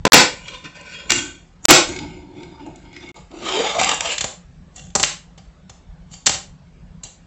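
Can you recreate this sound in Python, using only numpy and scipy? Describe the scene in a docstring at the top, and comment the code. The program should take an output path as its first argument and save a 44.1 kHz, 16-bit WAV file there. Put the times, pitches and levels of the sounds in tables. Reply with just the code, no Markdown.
"""A small wooden fingerboard pops, lands and rolls on a table top, then rides up a hollow plastic ramp
and is flipped on its lip. Knocks are noise bursts and rolling is gritty noise; both drive the damped
modes of deck, axles and the surface below, a low thump and, on the slope, a gliding hollow resonance.
The room answers briefly over a rumbling room tone. A narrow-band phone microphone overloads, and the
signal briefly drops out."""
import sys
import numpy as np
from scipy import signal
from scipy.fft import rfft, irfft
from scipy.io import wavfile
from scipy.ndimage import uniform_filter1d

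SR = 44100
rng = np.random.default_rng(int(sys.argv[2]) if len(sys.argv) > 2 else 0)


def to_wav(s):
    """Save 16-bit WAV."""
    ch = np.atleast_2d(s).T  # columns
    pcm = np.round(np.clip(ch, -1, 1) * 32767)  # PCM
    wavfile.write(sys.argv[1], SR, pcm.astype(np.int16))


N = 320339

# Surface below, start of each stretch [t/s]: table edge, table middle, ramp slope, ramp lip; last is the end
SURFACE_FROM_S = [0, 1.09, 3.13, 4.17, 8]


def gain_of(db):
    """Amplitude factor of a level in dB."""
    return 10 ** (np.asarray(db) / 20)


def evened(x):
    """Scales to RMS 1."""
    return x / np.sqrt(np.mean(x ** 2) + 1e-20)


def smoothed_twice(x, size_1, size_2):
    """Two moving averages in a row."""
    return uniform_filter1d(uniform_filter1d(x, size=size_1), size=size_2)


def patches_of(noise, frames, bins):
    """Smooths noise [bin, frame] into time-frequency patches of RMS 1."""
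    return evened(uniform_filter1d(uniform_filter1d(noise, size=bins, axis=0), size=frames, axis=1))


def read(points, hz):
    """Interpolates a table of (f/Hz, value) over log frequency."""
    f, value = np.transpose(points)
    return np.interp(np.log(hz + 1), np.log(f + 1), value)


def body(modes, lo_hz, hi_hz, broad_db):
    """Impulse response to one tap: decaying modes plus a direct broadband click, band-passed, energy 1."""
    t = np.arange(6000) / SR
    rings = np.zeros(len(t))
    for k, (hz, width_hz, db) in enumerate(modes):
        width_hz = max(width_hz, hz / 90, 16)  # wood and plastic damp quickly
        decay = np.exp(-np.pi * width_hz * t)
        level = (-1) ** k * gain_of(db) * width_hz / SR * 2 * np.pi
        rings += level * decay * np.sin(2 * np.pi * hz * t)
    rings[0] += gain_of(broad_db)
    band = signal.butter(2, [lo_hz, hi_hz], "band", fs=SR, output="sos")
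    rings = signal.sosfilt(band, rings)
    return rings / np.linalg.norm(rings)


def resonate(x, hz, width_hz):
    """Gliding resonance: shifts the curve hz to zero, smooths, shifts back; white noise keeps its power."""
    turn = np.exp(2j * np.pi * np.cumsum(hz) / SR)
    r = np.exp(-np.pi * width_hz / SR)
    smooth = signal.lfilter([1], [1, -r], x / turn)
    return np.sqrt(2 * (1 - r ** 2)) * (turn * smooth).real


def hum():
    """Room tone: noise shaped by a spectrum: lumpy low rumble that swells, fuzzy drone, faint steady hiss."""
    # Relative spectrum [f/Hz, density/dB per Hz]
    spectrum = [(15, -31), (25, 0.5), (54, 0), (129, -14), (168, 2.5), (209, -40.5), (242, -13), (273, -29),
                (789, -31.5), (890, -33.5), (1510, -37.5), (8000, -50.5), (10400, -88), (17600, -120)]
    upper_db, rumble_db = -39, -46  # gain well above and well below 220 Hz
    swell_rms_db, patchy_rms_db = 3, 2.5
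    frames, hz = N // 512 + 5, np.fft.rfftfreq(2048, 1 / SR)
    a, b, lumps = rng.standard_normal((frames, 1025, 3)).T
    lumps = patches_of(lumps, 6, 8)
    swell = evened(uniform_filter1d(rng.standard_normal(frames), size=16))
    low_db = rumble_db - upper_db + swell_rms_db * swell
    z = (a + 1j * b) * gain_of(read(spectrum, hz)[:, None] + patchy_rms_db * lumps)
    z /= np.sqrt(np.mean(signal.istft(z, nperseg=2048, noverlap=1536)[1] ** 2))
    z *= gain_of(upper_db + low_db / (1 + (hz[:, None] / 220) ** 4))
    return signal.istft(z, nperseg=2048, noverlap=1536)[1][:N]


def room(x):
    """Reverb: sparse taps of random sign, one in every 20 samples, each band dying at its own speed."""
    # Decay per band [f/Hz, time constant/s]; 60 dB of fall takes this times 0.019 / 0.015
    decay_s = [(150, 0.13), (400, 0.23), (1000, 0.2), (2800, 0.22), (7300, 0.2)]
    taps = np.zeros(SR)
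    at = np.arange(200, SR - 20, 20) + rng.integers(0, 20, (SR - 201) // 20)
    taps[at] = rng.choice([-1., 1.], at.shape)
    hz, t, z = signal.stft(taps, SR, nperseg=256)
    late = np.logaddexp(0, (t - .06) / 0.019) * 0.015  # echoes stay even up to 0.06 s, then decay
    fade = gain_of(-60 * late / read(decay_s, hz)[:, None])
    tail = signal.istft(z * fade, SR, nperseg=256)[1]
    return signal.oaconvolve(x, tail / np.linalg.norm(tail))[:N]


def thump(knock_drive, surface_roll):
    """Low thump: two modes below 190 Hz, shaken by knocks and by rolling on the table."""
    t = np.arange(N) / SR
    on_table = t < SURFACE_FROM_S[2]
    drive = knock_drive + gain_of(-7.5) * surface_roll * on_table
    modes = [(67.8, 17, 0.017), (135, 16, 0.0097)]  # f/Hz, width/Hz, level/dB
    return signal.oaconvolve(drive, body(modes, 33, 190, -28.0))[:N]


def hollow(surface):
    """Hollow under the slope: a resonance of the surface drive, mostly rising as the wheels climb."""
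    # Cavity track [t/s, f/Hz, level/dB re surface drive]
    track = [(3.3, 315, 10.5), (3.5, 363, -4.5), (3.598, 460, 1), (3.72, 460, -2), (3.799, 717, 0),
             (3.899, 796, -7), (4.1, 560, -19), (4.17, 607, 8)]
    t = np.arange(N) / SR
    s, hz, db = np.transpose(track)
    on_slope = (t > s[0]) * (t < s[-1])
    drive = surface * on_slope * gain_of(np.interp(t, s, db))
    return resonate(drive, np.interp(t, s, hz), 33)


def grit(per_s, spread_db, smooth):
    """Force on rolling wheels: specks of uneven size over a smooth rub, in short scrapes; RMS 1."""
    size_db = spread_db * np.minimum(rng.exponential(1, N), 3)
    size = gain_of(size_db) * rng.standard_normal(N)
    specks = evened(size * (rng.random(N) < per_s / SR))
    scrapes = gain_of(1.9 * evened(smoothed_twice(rng.standard_normal(N), 300, 150)))
    return evened(scrapes * (specks + smooth * rng.standard_normal(N)))


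def rolls():
    """Drive of deck, surface and axles: grit under the level curves of rolls and scrapes."""
    # Wheel force at table edge, in table middle, up the slope; each [t/s, deck/dB, surface/dB]
    roll_levels = [
        [(.74, -61, -62), (.757, -41.5, -55), (.825, -49, -47), (.887, -43, -51), (.905, -41.5, -50.5),
         (1.001, -39, -52), (1.021, -46, -54.5), (1.09, -55, -48)],
        [(1.92, -38.5, -39), (2.04, -46.5, -29.5), (2.126, -52, -44), (2.3, -63, -45), (2.44, -47.5, -37.5),
         (2.592, -58, -40), (2.73, -56, -36), (2.782, -52, -47), (2.896, -62, -49.5), (2.968, -44, -50),
         (3.115, -51.5, -39.5)],
        [(3.3, -65, -50.5), (3.395, -45.5, -43), (3.487, -25.5, -27.5), (3.72, -29, -28.5),
         (3.781, -37.5, -28.5), (3.795, -22, -24), (3.905, -25, -28), (3.999, -49, -41.5), (4.012, -36.5, -33),
         (4.065, -23, -31), (4.123, -26.5, -38), (4.17, -45.5, -58)],
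    ]
    # Axle level re deck in each roll [level/dB]
    axles_re_deck_db = [-15, -15, -6.5]
    # Short scrapes and rattles, one a faint noise swell just before a landing; quick rise, steady fade:
    # [peak t/s, rise/s, fade/dB per s, deck/dB, surface/dB, axles/dB]
    scrape_levels = [(.33, 0.023, 322, -38, -45, -45), (0.491, 0.2, 157, -40, -46, -50),
                     (.538, .03, 320.5, -37, -45.5, -58), (.658, .04, 300, -44, -41, -54),
                     (1.135, 0.043, 141, -23, -25, -24.5), (1.645, 0.021, 104, -58, -37, -37),
                     (1.898, 0.049, 295.5, -33, -30, -35), (3.162, 0.012, 230.5, -47.5, -41, -52.5),
                     (4.769, 0.025, 171.5, -45, -45.5, -40.5), (6.135, 0.03, 250.5, -45, -50.5, -41.5),
                     (7.05, 0.0097, 280.5, -44.5, -48.5, -46.5)]
    rise_db = 22  # climb during the rise time
    bump_rms_db, bump_s = 2, 0.031  # random jolts of the force
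    t = np.arange(N) / SR
    level = np.zeros((3, N))
    for rows, axles_db in zip(roll_levels, axles_re_deck_db):
        s, deck_db, surface_db = np.transpose(rows)
        fade = np.clip(np.minimum(t - s[0], s[-1] - t) / .01, 0, 1)
        curves_db = [np.interp(t, s, c) for c in (deck_db, surface_db, deck_db + axles_db)]
        level += fade * gain_of(curves_db)
    span = round(bump_s * SR)
    level *= gain_of(bump_rms_db * evened(smoothed_twice(rng.standard_normal(N), span, span)))
    for peak_s, rise_s, fade_db_per_s, *db in scrape_levels:
        after = t - peak_s
        shape_db = np.minimum(rise_db * after / rise_s, -fade_db_per_s * after)
        level += gain_of(db)[:, None] * gain_of(shape_db)
    return level * grit(4000, 3.3, 2.2)


def knocks():
    """Drive of deck, surface, axles and thump, light and hard: a short cluster of contacts per knock."""
    # Knocks [t/s, deck/dB, surface/dB, axles/dB, contact/ms (2 at least)]
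    hits = [(0.0513, -5.5, 5, -4.5, 2.56), (0.0649, -12.5, -5, -43, 5.4), (0.1207, 3, 1.5, 3, 7.4),
            (0.1322, 9.5, 0, 7, 3.2), (0.1413, 17.5, 16, 12.5, 2.27), (0.4803, -23, -52, -45, 4.6),
            (0.6391, -29.5, -39, -49, 12.6), (0.6551, -27.5, -50, -44, 2.5), (0.81, -43, -41, -33.5, 2.1),
            (1.0938, -15.5, -27.5, -25, 16), (1.1035, -3, -18, -2.5, 1.6), (1.1189, -2.5, -14, -3, 1.66),
            (1.6523, -3.5, -4.5, 6.5, 1.5), (1.6842, -5, 3.5, -20, 2.6), (1.6858, -9, -17, -4.5, 11),
            (1.6968, 0, 2, -9, 9.3), (1.7064, 15, 14.5, 14.5, 2.96), (1.9622, -20.5, -36, -32, 1.8),
            (1.9879, -20.5, -41.5, -36, 3.3), (2.4309, -30, -50, -53, 3.2), (2.6607, -47.5, -29, -46, 4.4),
            (2.7577, -42, -53.5, -36.5, 2.5), (2.9281, -39.5, -31.5, -42.5, 2.4),
            (2.9631, -27.5, -28.5, -43, 2.8), (3.0874, -36, -47, -44, 3.5), (3.3122, -39, -50, -51.5, 3),
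            (3.79, -14, -19.5, -24, 2.9), (3.8126, -15, -7.5, -10, 1.5), (3.831, -10.5, -18, -17, 3.7),
            (3.8435, -21, -26, -9.5, 2.4), (3.8906, -8, -14, -8.5, 1.6), (3.943, -33, -30, -15.5, 2.7),
            (4.0059, -10.5, -22, -12, 2.4), (4.055, -17, -37, -28, 2.8), (4.18, -13.5, -50, -17.5, 3.7),
            (4.2066, -15, -25, -15.5, 6), (4.2412, -19, -14, -12.5, 3), (4.7601, -43, -46, -24.5, 2.4),
            (4.793, -31, -45, -50, 2.8), (4.9021, -40, -59, -46, 1.7), (4.9512, -31, -6.5, 0, 2.9),
            (4.958, -28, -7.5, -4, 2.9), (4.996, -21, -19.5, -11.5, 6), (5.0292, -21, -12, 0.5, 2.9),
            (5.035, -2, -17.5, -23, 3), (5.044, -19, -34, -11.5, 3.6), (5.375, -39, -41, -45.5, 9.8),
            (5.695, -31.5, -32, -35, 3.6), (6.112, -44, -45, -39, 3.5), (6.136, -31.5, -40, -42, 3.8),
            (6.2594, -20, -29.5, -8, 4.8), (6.2647, -9, -20, 1.5, 4.1), (6.27, -6, -16, -8, 4.5),
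            (6.2933, -12, -14, -11.5, 2.9), (6.34, -23.5, -24, -23, 6.2), (7.0336, -34.5, -40, -24, 5.3)]
    # Thump level on each surface at 0 dB surface drive [level/dB]
    thump_base_db = [-24, -26.5, -27.5, -19]
    thump_slope = 0.36  # dB of thump per dB of surface drive
    drive = np.zeros((2, 4, N))
    after_s = np.arange(4096) / SR
    for (s, *db, contact_ms), noise in zip(hits, rng.standard_normal((len(hits), 4096))):
        below = np.searchsorted(SURFACE_FROM_S, s) - 1
        db.append(thump_base_db[below] + thump_slope * db[1])
        u = 1000 * after_s / max(contact_ms, 2)
        hard = np.clip(1 + max(db) / 30, .1, 1)
        shape = np.exp(-u) * (1 - np.exp(-u / (.5 - 0.09 * hard)))  # light taps build up more softly
        # flat spectrum: the contacts together push all frequencies alike
        burst = irfft(np.exp(1j * np.angle(rfft(noise * shape))))
        burst *= shape / np.sqrt(uniform_filter1d(burst ** 2, size=32) + 1e-9)
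        at = round(s * SR)
        share = np.sqrt([[[1 - hard]], [[hard]]])
        drive[:, :, at:at + 4096] += share * gain_of(db)[:, None] * burst
    return drive


def ring(deck, surface, axles, broad_db):
    """The forces ring the axles, the deck as the fingers hold it and whichever surface is below."""
    # Modes of each surface [f/Hz, width/Hz, level/dB]; body() sets a least width, here and below
    table_edge = [(288, 610, -5), (400, 60, -8.5), (574, 55, -1), (954, 30, -6.5), (1025, 77, 2.5)]
    table_middle = [(230, 75, 3.5), (289, 70, 7), (360, 23, 9.5), (430, 74, -13.5), (778, 49, -12.5),
                    (786, 60, -12.5), (930, 56, -4.5)]
    ramp_slope = [(322, 17, -2), (458, 27, 5), (823, 430, 5.5), (1213, 80, 11)]
    ramp_lip = [(244, 180, -10.5), (498, 30, -1), (640, 280, -3.5), (774, 44, 5.5), (1250, 26, -5)]
    # Low cutoff of each surface [f/Hz]
    surface_low_hz = [172, 168, 222, 182]
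    # Deck modes at each place [f/Hz, width/Hz, level/dB]
    deck_at_edge = [(1529, 52, 1.5), (1800, 19, -4.5), (2376, 80, -1), (2520, 23, -0.5), (2840, 89, -3),
                    (3260, 28, -1.5), (3596, 36, -4), (3824, 41, -12.5), (4070, 29, -11), (4350, 95, -8),
                    (5740, 71, -9.5)]
    deck_at_middle = [(1548, 64, -1), (2170, 120, 3), (2570, 33, -2.5), (2784, 37, -10.5), (3480, 58, -4),
                      (3560, 120, -7), (4390, 99, -10), (4860, 42, -4), (5350, 49, -13)]
    deck_on_slope = [(1613, 290, 5.8), (2310, 410, 6.4), (2820, 160, 7.4), (3090, 120, 8.4),
                     (3625, 265, 8.5), (4660, 1170, 1.7)]
    deck_on_lip = [(2366, 24, -12), (2727, 34, -5), (3180, 130, -4.5), (3440, 65, -2), (4440, 520, -12.5),
                   (4680, 75, -4.5), (5060, 53, -9), (5280, 33, -5), (5630, 41, -6), (6140, 88, 3.5)]
    # Start of each deck mode set, then the end [t/s]
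    deck_from_s = [0, 1.645, 3.13, 4.17, 8]
    # Axle modes [f/Hz, width/Hz, level/dB]
    axle_modes = [(4590, 96, -4), (5780, 60, 2), (6510, 150, 4.5), (7066, 420, 4), (7783, 160, -3)]
    surfaces = [table_edge, table_middle, ramp_slope, ramp_lip]
    decks = [deck_at_edge, deck_at_middle, deck_on_slope, deck_on_lip]
    t = np.arange(N) / SR
    out = signal.oaconvolve(axles, body(axle_modes, 4500, 9000, broad_db + 3))[:N]
    for k in range(4):
        here = (t >= SURFACE_FROM_S[k]) & (t < SURFACE_FROM_S[k + 1])
        surface_body = body(surfaces[k], surface_low_hz[k], 1300, broad_db + 2.0)
        out += signal.oaconvolve(surface * here, surface_body)[:N]
        here = (t >= deck_from_s[k]) & (t < deck_from_s[k + 1])
        deck_body = body(decks[k], 1500, 5400, broad_db)
        # sign flipped so that the neighbouring filter bands do not cancel where they cross
        out -= signal.oaconvolve(deck * here, deck_body)[:N]
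    return out


def wander(x, patchy_rms_db):
    """Shifting contact spots favour now one ring, now another: random time-frequency gain."""
    z = signal.stft(x, nperseg=1024, noverlap=768)[2]
    patches = patches_of(rng.standard_normal(z.shape[::-1]).T, 14, 8)
    return signal.istft(z * gain_of(patchy_rms_db * patches), nperseg=1024, noverlap=768)[1][:N]


def board():
    """Rolling and light taps sing in the main modes; a hard knock adds far more broadband response."""
    light, hard = knocks()
    wheels = rolls()
    deck, surface, axles = wheels + light[:3]
    rolling = wander(ring(deck, surface, axles, -19) + hollow(surface), 3.5)
    hard_knocks = ring(*hard[:3], -1.8)
    return rolling + hard_knocks + thump(light[3] + hard[3], wheels[1])


def scene():
    """Board, its room reverb and the room tone, mono."""
    near = board()
    return (near + gain_of(-6.5) * room(near) + hum())[None]


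def record(dry):
    """Narrow microphone band, hard overload that splashes above it, dropouts, then the band limit."""
    # Dropouts [start t/s, end t/s, gain left/dB]
    dropouts = [(.0795, .0995, -45), (.0995, .121, -110), (.1238, .1312, -42), (1.6565, 1.6848, -110),
                (1.6858, 1.6875, -45), (3.117, 3.1435, -45)]
    stop_hz, limit_hz = 1.16 * 7714, 16400
    low_pass = signal.cheby2(16, 70, stop_hz, fs=SR, output="sos")
    high_pass = signal.butter(2, 32, "high", fs=SR, output="sos")
    narrow = signal.sosfilt(high_pass, signal.sosfilt(low_pass, dry))
    out = .98 * narrow / (1 + abs(narrow) ** 5) ** (1 / 5)
    t = np.arange(N) / SR
    for start_s, end_s, left_db in dropouts:
        out = np.where((t > start_s) & (t < end_s), gain_of(left_db) * out, out)
    band_limit = signal.firwin(511, limit_hz, window=("kaiser", 9), fs=SR)
    return signal.oaconvolve(out, band_limit[None], "same")


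dry = scene()
out = record(dry)
to_wav(out)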